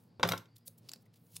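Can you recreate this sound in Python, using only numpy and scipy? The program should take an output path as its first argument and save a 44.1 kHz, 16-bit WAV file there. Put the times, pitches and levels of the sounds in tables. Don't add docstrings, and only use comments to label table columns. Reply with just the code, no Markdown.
import sys
import numpy as np
from scipy import signal
from scipy.fft import rfft, irfft, next_fast_len
from scipy.io import wavfile
from scipy.ndimage import uniform_filter1d

SR = 44100
rng = np.random.default_rng(int(sys.argv[2]) if len(sys.argv) > 2 else 0)


def volts(x):
    e = np.asarray(x, float) / 20
    return 10 ** e


def store_wav(level_fs):
    pcm = np.round(np.clip(np.atleast_2d(level_fs), -1, 1) * 32767)
    wavfile.write(sys.argv[1], SR, pcm.T.astype(np.int16))


N = 61739


def evened(x):
    return x / np.sqrt(np.mean(x ** 2) + 1e-20)


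def read(points, hz):
    f, value = np.transpose(points)
    return np.interp(np.log(hz + 1), np.log(f + 1), value)


def add(mix, start_s, sound):
    part = mix[round(start_s * SR):][:len(sound)]
    part += sound[:len(part)]


def colour(x, db_at):
    size = next_fast_len(2 * x.shape[-1])
    gain = volts(db_at(np.fft.rfftfreq(size, 1 / SR)))
    return irfft(rfft(x, size) * gain, size)[..., :x.shape[-1]]


def resonate(x, hz, width_hz):
    turn = np.exp(2j * np.pi * hz * np.arange(x.shape[-1]) / SR)
    r = np.exp(-np.pi * width_hz / SR)
    return 2 * (turn * signal.lfilter([1 - r], [1, -r], x / turn)).real


def ring(modes, tilt_db, luck, rise_cycles, cap_s, detune):
    t = np.arange(SR // 3) / SR
    hz, db, t60_s = np.transpose(modes)[..., None]
    hz = hz * (1 + detune * luck[14:14 + len(modes), None])
    level_db = db + tilt_db * np.log2(hz / 1500) + 3.9 * luck[:len(modes), None]
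    decay = volts(level_db - 60 * t / np.minimum(t60_s, cap_s))
    rise = 1 - np.exp(-t * hz / rise_cycles)
    x = (decay * rise * np.sin(2 * np.pi * hz * t)).sum(0)
    return x / abs(x).max()


def stereo_noise(u, v, db_at):
    # pitch_hz, coherence
    likeness = [(60, 0.78), (240, 0.97), (950, 0.42), (3770, 1), (15000, 1)]

    def same(hz):
        return np.clip(read(likeness, hz), .02, .995)

    mid = colour(u, lambda hz: db_at(hz) + 10 * np.log10(1 + same(hz)))
    side = colour(v, lambda hz: db_at(hz) + 10 * np.log10(1 - same(hz)))
    return evened(np.array([mid + side, mid - side]))


def workshop_air():
    # pitch_hz, level_db (per Hz)
    hum_spectrum = [(25, -30.5), (70, -18), (150, 0.5), (500, -14.5), (850, -18.5), (1500, -35.5)]
    # pitch_hz, level_db (per Hz)
    hiss_spectrum = [(600, -30.5), (1000, -2.5), (3000, -9.5), (5200, -9), (5800, -17.5), (16000, -26)]
    # pitch_hz, width_hz, level_db
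    drone_bands = [(112.9, 22, -67), (169, 8.8, -72.5), (232, 14, -77.5), (473, 15, -87.5)]
    # time_s, level_db
    handling = [(0.0, -69.5), (0.166, -71), (0.28, -80.5), (0.49, -73), (0.688, -78.5), (0.844, -67.5),
                (1.172, -75), (1.4, -71.5)]
    hum_db, hiss_db = -70.5, -82.5
    a, b, c, d = rng.standard_normal((4, N))
    time_s, level_db = np.transpose(handling)
    swell = volts(np.interp(np.arange(N) / SR, time_s, level_db - level_db.mean()))
    hum = stereo_noise(a, b, lambda hz: read(hum_spectrum, hz) - 12 * np.log2(np.maximum(hz / 1500, 1)))
    hiss = stereo_noise(
        c, d, lambda hz: read(hiss_spectrum, hz) + 12 * np.log2(np.minimum(hz / 1000, 1) + .001))
    drones = np.zeros(N)
    for (hz, width_hz, db), noise in zip(drone_bands, rng.standard_normal((len(drone_bands), N))):
        drones += volts(db) * evened(resonate(resonate(noise, hz, width_hz), hz, 1.6 * width_hz))
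    return volts(hum_db) * swell * hum + volts(hiss_db) * hiss + drones


def whine():
    # start_s, end_s, pitch_hz, width_hz, level_db
    spells = [
        (.06, 0.23, 4620, 450, -86),
        (0.459, 0.565, 4602, 170, -82.5),
        (0.558, 0.665, 4900, 220, -86),
        (0.804, 1.044, 4740, 800, -85),
    ]
    out = np.zeros(N)
    for (start_s, end_s, hz, width_hz, db), noise in zip(spells, rng.standard_normal((len(spells), SR // 3))):
        noise = noise[:int((end_s - start_s) * SR)]
        fade = signal.windows.tukey(len(noise), .4)
        tone = evened(resonate(resonate(noise, hz, width_hz), hz, 2 * width_hz))
        add(out, start_s, volts(db) * fade * tone)
    return out


def room(x):
    # pitch_hz, t60_s
    decay_times = [(125, 0.37), (500, 0.24), (2000, 0.25), (6000, 0.21), (14000, 0.24)]
    side_gain = 0.46
    echoes = np.zeros((2, SR))
    at = np.arange(120, SR - 20, 20) + rng.integers(0, 20, (2, (SR - 121) // 20))
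    np.put_along_axis(echoes, at, rng.choice([-1., 1.], at.shape), 1)
    hz, t, z = signal.stft(echoes, SR, nperseg=256)
    decay = volts(-60 * t / read(decay_times, hz)[:, None])
    mid, side = signal.istft(z * decay, SR, nperseg=256)[1]
    side = side_gain * colour(side, lambda hz: 6.0 * np.log2(np.minimum(hz / 700, 1) + .01)
                              - 2.8 * np.log2(np.maximum(hz / 1500, 1)))
    response = np.array([mid + side, mid - side]) / np.linalg.norm(mid)
    return signal.fftconvolve(x[None], response, axes=1)[:, :N]


def rustles():
    # start_s, peak_s, end_s, level_db, brightness_db (per octave)
    strokes = [(-.02, .0, 0.17, -73, 2.5), (0.549, 0.567, .575, -58.5, 0), (.575, 0.584, .592, -57, 5),
               (0.648, 0.679, .690, -44.5, 5.5), (0.77, 0.782, .805, -59.5, 5),
               (0.744, 0.888, 0.92, -70.5, -4.5), (0.904, 0.938, .950, -55.5, -19),
               (0.95, .962, 1.03, -78, 6.5), (.98, 1.028, 1.04, -72, 2), (1.055, 1.055, 1.085, -72, 3),
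               (1.124, 1.144, 1.152, -68, -5), (1.143, 1.161, 1.20, -68, -2.5),
               (1.09, 1.266, 1.46, -69.5, 8.5), (1.267, 1.360, 1.42, -58.5, 0.5)]
    # pitch_hz, width_hz, level_db
    sheet_modes = [(4600, 1500, 0), (10660, 1500, 3), (13790, 1400, 5), (15700, 430, 3)]
    ticks_per_s, spread_db = 17000, 2.5
    t, out = np.arange(N) / SR, np.zeros(N)
    sizes = volts(spread_db * rng.exponential(1, N))
    ticks = sizes * (rng.random(N) < ticks_per_s / SR) * rng.standard_normal(N)
    flat = colour(ticks, lambda hz: 12 * np.log2(np.minimum(hz / 3200, 1) + 0.012))
    ringing = sum(volts(db) * resonate(flat, hz, width_hz) for hz, width_hz, db in sheet_modes)
    sheet = evened(flat) + 0.47 * evened(ringing)
    for start_s, peak_s, end_s, db, bright in strokes:
        rise = (t - start_s) / (peak_s - start_s)
        fall = (end_s - t) / (end_s - peak_s)
        shape = np.clip(np.minimum(rise, fall), 0, 1) ** 2.2
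        out += volts(db) * shape * evened(colour(sheet, lambda hz: bright * np.log2(hz / 8000 + 0.05)))
    return out


def snaps():
    # start_s, level_db, pitch_hz, burst_s
    releases = [(.2280, -49, 13000, 0.003), (.5610, -54, 10500, .001), (.5655, -49, 4000, 0.0012),
                (.6612, -52.5, 11810, .001), (.6792, -36, 11000, 0.0011), (.6805, -51.5, 3750, 0.0011),
                (.8885, -41, 5000, 0.00075), (.8922, -35.5, 4600, 0.00077), (.9165, -40, 7400, .001),
                (.9345, -36, 4864, 0.0017), (.9592, -53.5, 4500, .002), (1.0600, -66, 2080, 0.0049),
                (1.2670, -60.5, 10130, .001), (1.3615, -41, 9900, 0.0011), (1.3650, -34.5, 10100, 0.0022),
                (1.3745, -72, 9900, 0.0009)]
    brightness = [3.5, 0, 4, 7, 5.5, 3, 0, -1.5, -2.5, -1, -1.5, -7.5, 1.5, -3, 0, 1]
    # pitch_hz, level_db (per Hz)
    spectrum = [(400, -36), (950, -14), (1800, -18.5), (2600, -7.5), (4900, -3.5), (6000, -5.5),
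                (10000, -6.5), (16000, -10)]
    pitch_db, pitch_q = -3.5, 3.55
    out, t = np.zeros(N), np.arange(800) / SR
    noises = rng.standard_normal((len(releases), 800))
    for (start_s, db, hz, burst_s), bright, noise in zip(releases, brightness, noises):
        rise = np.minimum(t / (0.39 * burst_s), 1)
        burst = noise * rise * (np.exp(-t / burst_s) + 0.11 * np.exp(-t / 0.0065))
        broad = evened(colour(burst, lambda f: read(spectrum, f) + bright * np.log2(f / 6000 + .05)))
        width_hz = hz / pitch_q
        pitched = evened(resonate(resonate(burst, hz, width_hz), hz, width_hz))
        y = broad + volts(pitch_db - bright) * pitched
        add(out, start_s, volts(db + 4) * y / abs(y).max())
    return out


def booms():
    # pitch_hz, level_db, t60_s
    top_modes = [(106.1, -0.5, .2), (171.8, 0.5, .2)]
    # start_s, level_db, tilt_db (per octave)
    blows = [
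        (.2320, -30.5, 3.5),
        (.2950, -33, -3),
        (1.3150, -59.5, -12),
    ]
    out = np.zeros(N)
    for start_s, db, tilt_db in blows:
        hum = ring(top_modes, tilt_db, np.zeros(30), rise_cycles=3.0, cap_s=1, detune=0)
        add(out, start_s, volts(db) * hum)
    return out


def knocks():
    # start_s, level_db, hardness_db (per octave), thud_db, clink_db
    bounces = [(0.1968, -38.5, -6, -42.5, -64), (.2070, -47, -5, -41.5, -75.5),
               (0.2305, -18, 1, -36, -50.5), (0.2343, -17.5, -2, -33, -58.5), (.2500, -30, -2, -30.5, -76),
               (.2750, -42.5, 8, -45, -44), (.2890, -26, 2.5, -45, -32), (0.2979, -44, 3, -42, -45),
               (.3140, -32, -3, -42.5, -54), (.3200, -24.5, 2.5, -41, -36.5), (0.335, -29, -5, -60, -59.5),
               (.3385, -36.5, -3, -52.5, -59.5), (0.3771, -40.5, 10.5, -56.5, -50),
               (.4560, -62, 4.5, -69, -77), (.6800, -75, 6.5, -59, -90), (.9580, -69, -5, -58, -91)]
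    # pitch_hz, level_db, t60_s
    wood_modes = [(515, 4, 5.0), (721, -1.5, 0.14), (896.7, 1.5, 0.11), (1015, 0.5, 0.28),
                  (1359, 3.5, 0.094), (2246, -7.5, 0.11), (2708, -8.5, 0.062), (3246, -9, 0.23),
                  (3672, -6, 0.25), (4820, -24, 0.27), (5367, -17.5, 0.064), (5860, -27.5, 5.0)]
    # pitch_hz, level_db, t60_s
    bench_modes = [(223.5, -5.5, .1), (297, -5.5, 0.061), (420.2, 0, .07), (524.6, -0.5, .07),
                   (634, -4.5, .05)]
    # pitch_hz, width_hz, level_db
    steel_bands = [(11840, 250, -1.5), (13500, 700, -1.5), (12800, 320, -5), (9050, 1500, -5.5)]
    crack_s, crack_top_hz, clink_s = 0.0038, 6400, .004
    out, t = np.zeros(N), np.arange(1500) / SR
    for (start_s, db, hard, thud_db, clink_db), luck in zip(bounces, rng.standard_normal((len(bounces), 3060))):
        burst = luck[60:1560] * np.minimum(t / 0.0011, 1) * np.exp(-t / crack_s)
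        crack = colour(burst, lambda hz: (hard - 1.5) * np.log2(hz / 2000 + 0.074)
                       - 30 * np.log2(np.maximum(hz / crack_top_hz, 1)))
        wood = ring(wood_modes, hard + 2.4, luck, rise_cycles=0.94, cap_s=.016, detune=.05)
        thud = ring(bench_modes, 0, luck[30:], rise_cycles=0.4, cap_s=.6, detune=.04)
        jolt = luck[1560:] * np.minimum(t / 0.0012, 1) * (np.exp(-t / clink_s) + 0.12 * np.exp(-t / .015))
        clink = sum(volts(d) * evened(resonate(jolt, hz, width_hz)) for hz, width_hz, d in steel_bands)
        clink = clink + 1.2 * evened(np.diff(jolt, prepend=0))
        add(out, start_s, volts(db - 1) * crack / abs(crack).max())
        add(out, start_s, volts(db + 3.5) * wood)
        add(out, start_s, volts(thud_db) * thud)
        add(out, start_s - .001, volts(clink_db + 7) * clink / abs(clink).max())
    return out


def ports(x):
    # pitch_hz, level_db
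    level_gap = [(60, 0.013), (240, 0.5), (950, 1.5), (3770, 1.0), (15000, 0.017)]
    # pitch_hz, phase_rad
    phase_gap = [(150, -.05), (450, -.5), (1200, -.9), (2600, -.4), (5000, -0.43), (15000, -.2)]
    hz = np.fft.rfftfreq(N, 1 / SR)
    half = volts(read(level_gap, hz) / 2) * np.exp(.5j * read(phase_gap, hz))
    return irfft(rfft(x) * np.array([half, 1 / half]), N)


def scene():
    knock_room_db, tape_room_db = -9, -16
    tool = knocks()
    tape = snaps() + rustles()
    scatter = 0.55 + evened(uniform_filter1d(rng.standard_normal(N), size=100))
    scattered = tool * scatter / 1.174
    wet = room(volts(knock_room_db) * scattered + volts(tape_room_db) * tape)
    return ports(tool) + booms() + tape + wet + workshop_air() + whine()


def roll_off(x):
    return signal.sosfilt(signal.butter(12, 16970, fs=SR, output="sos"), x)


def record(dry):
    limit, low_cut_hz, top_hz = .4, 95, 15900
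    held = limit * np.tanh(dry / limit)
    heard = colour(held, lambda hz: 18 * np.log2(np.clip(hz / low_cut_hz, .6, 1)) - 30 * (hz > top_hz))
    return roll_off(heard)


dry = scene()
out = record(dry)
store_wav(out)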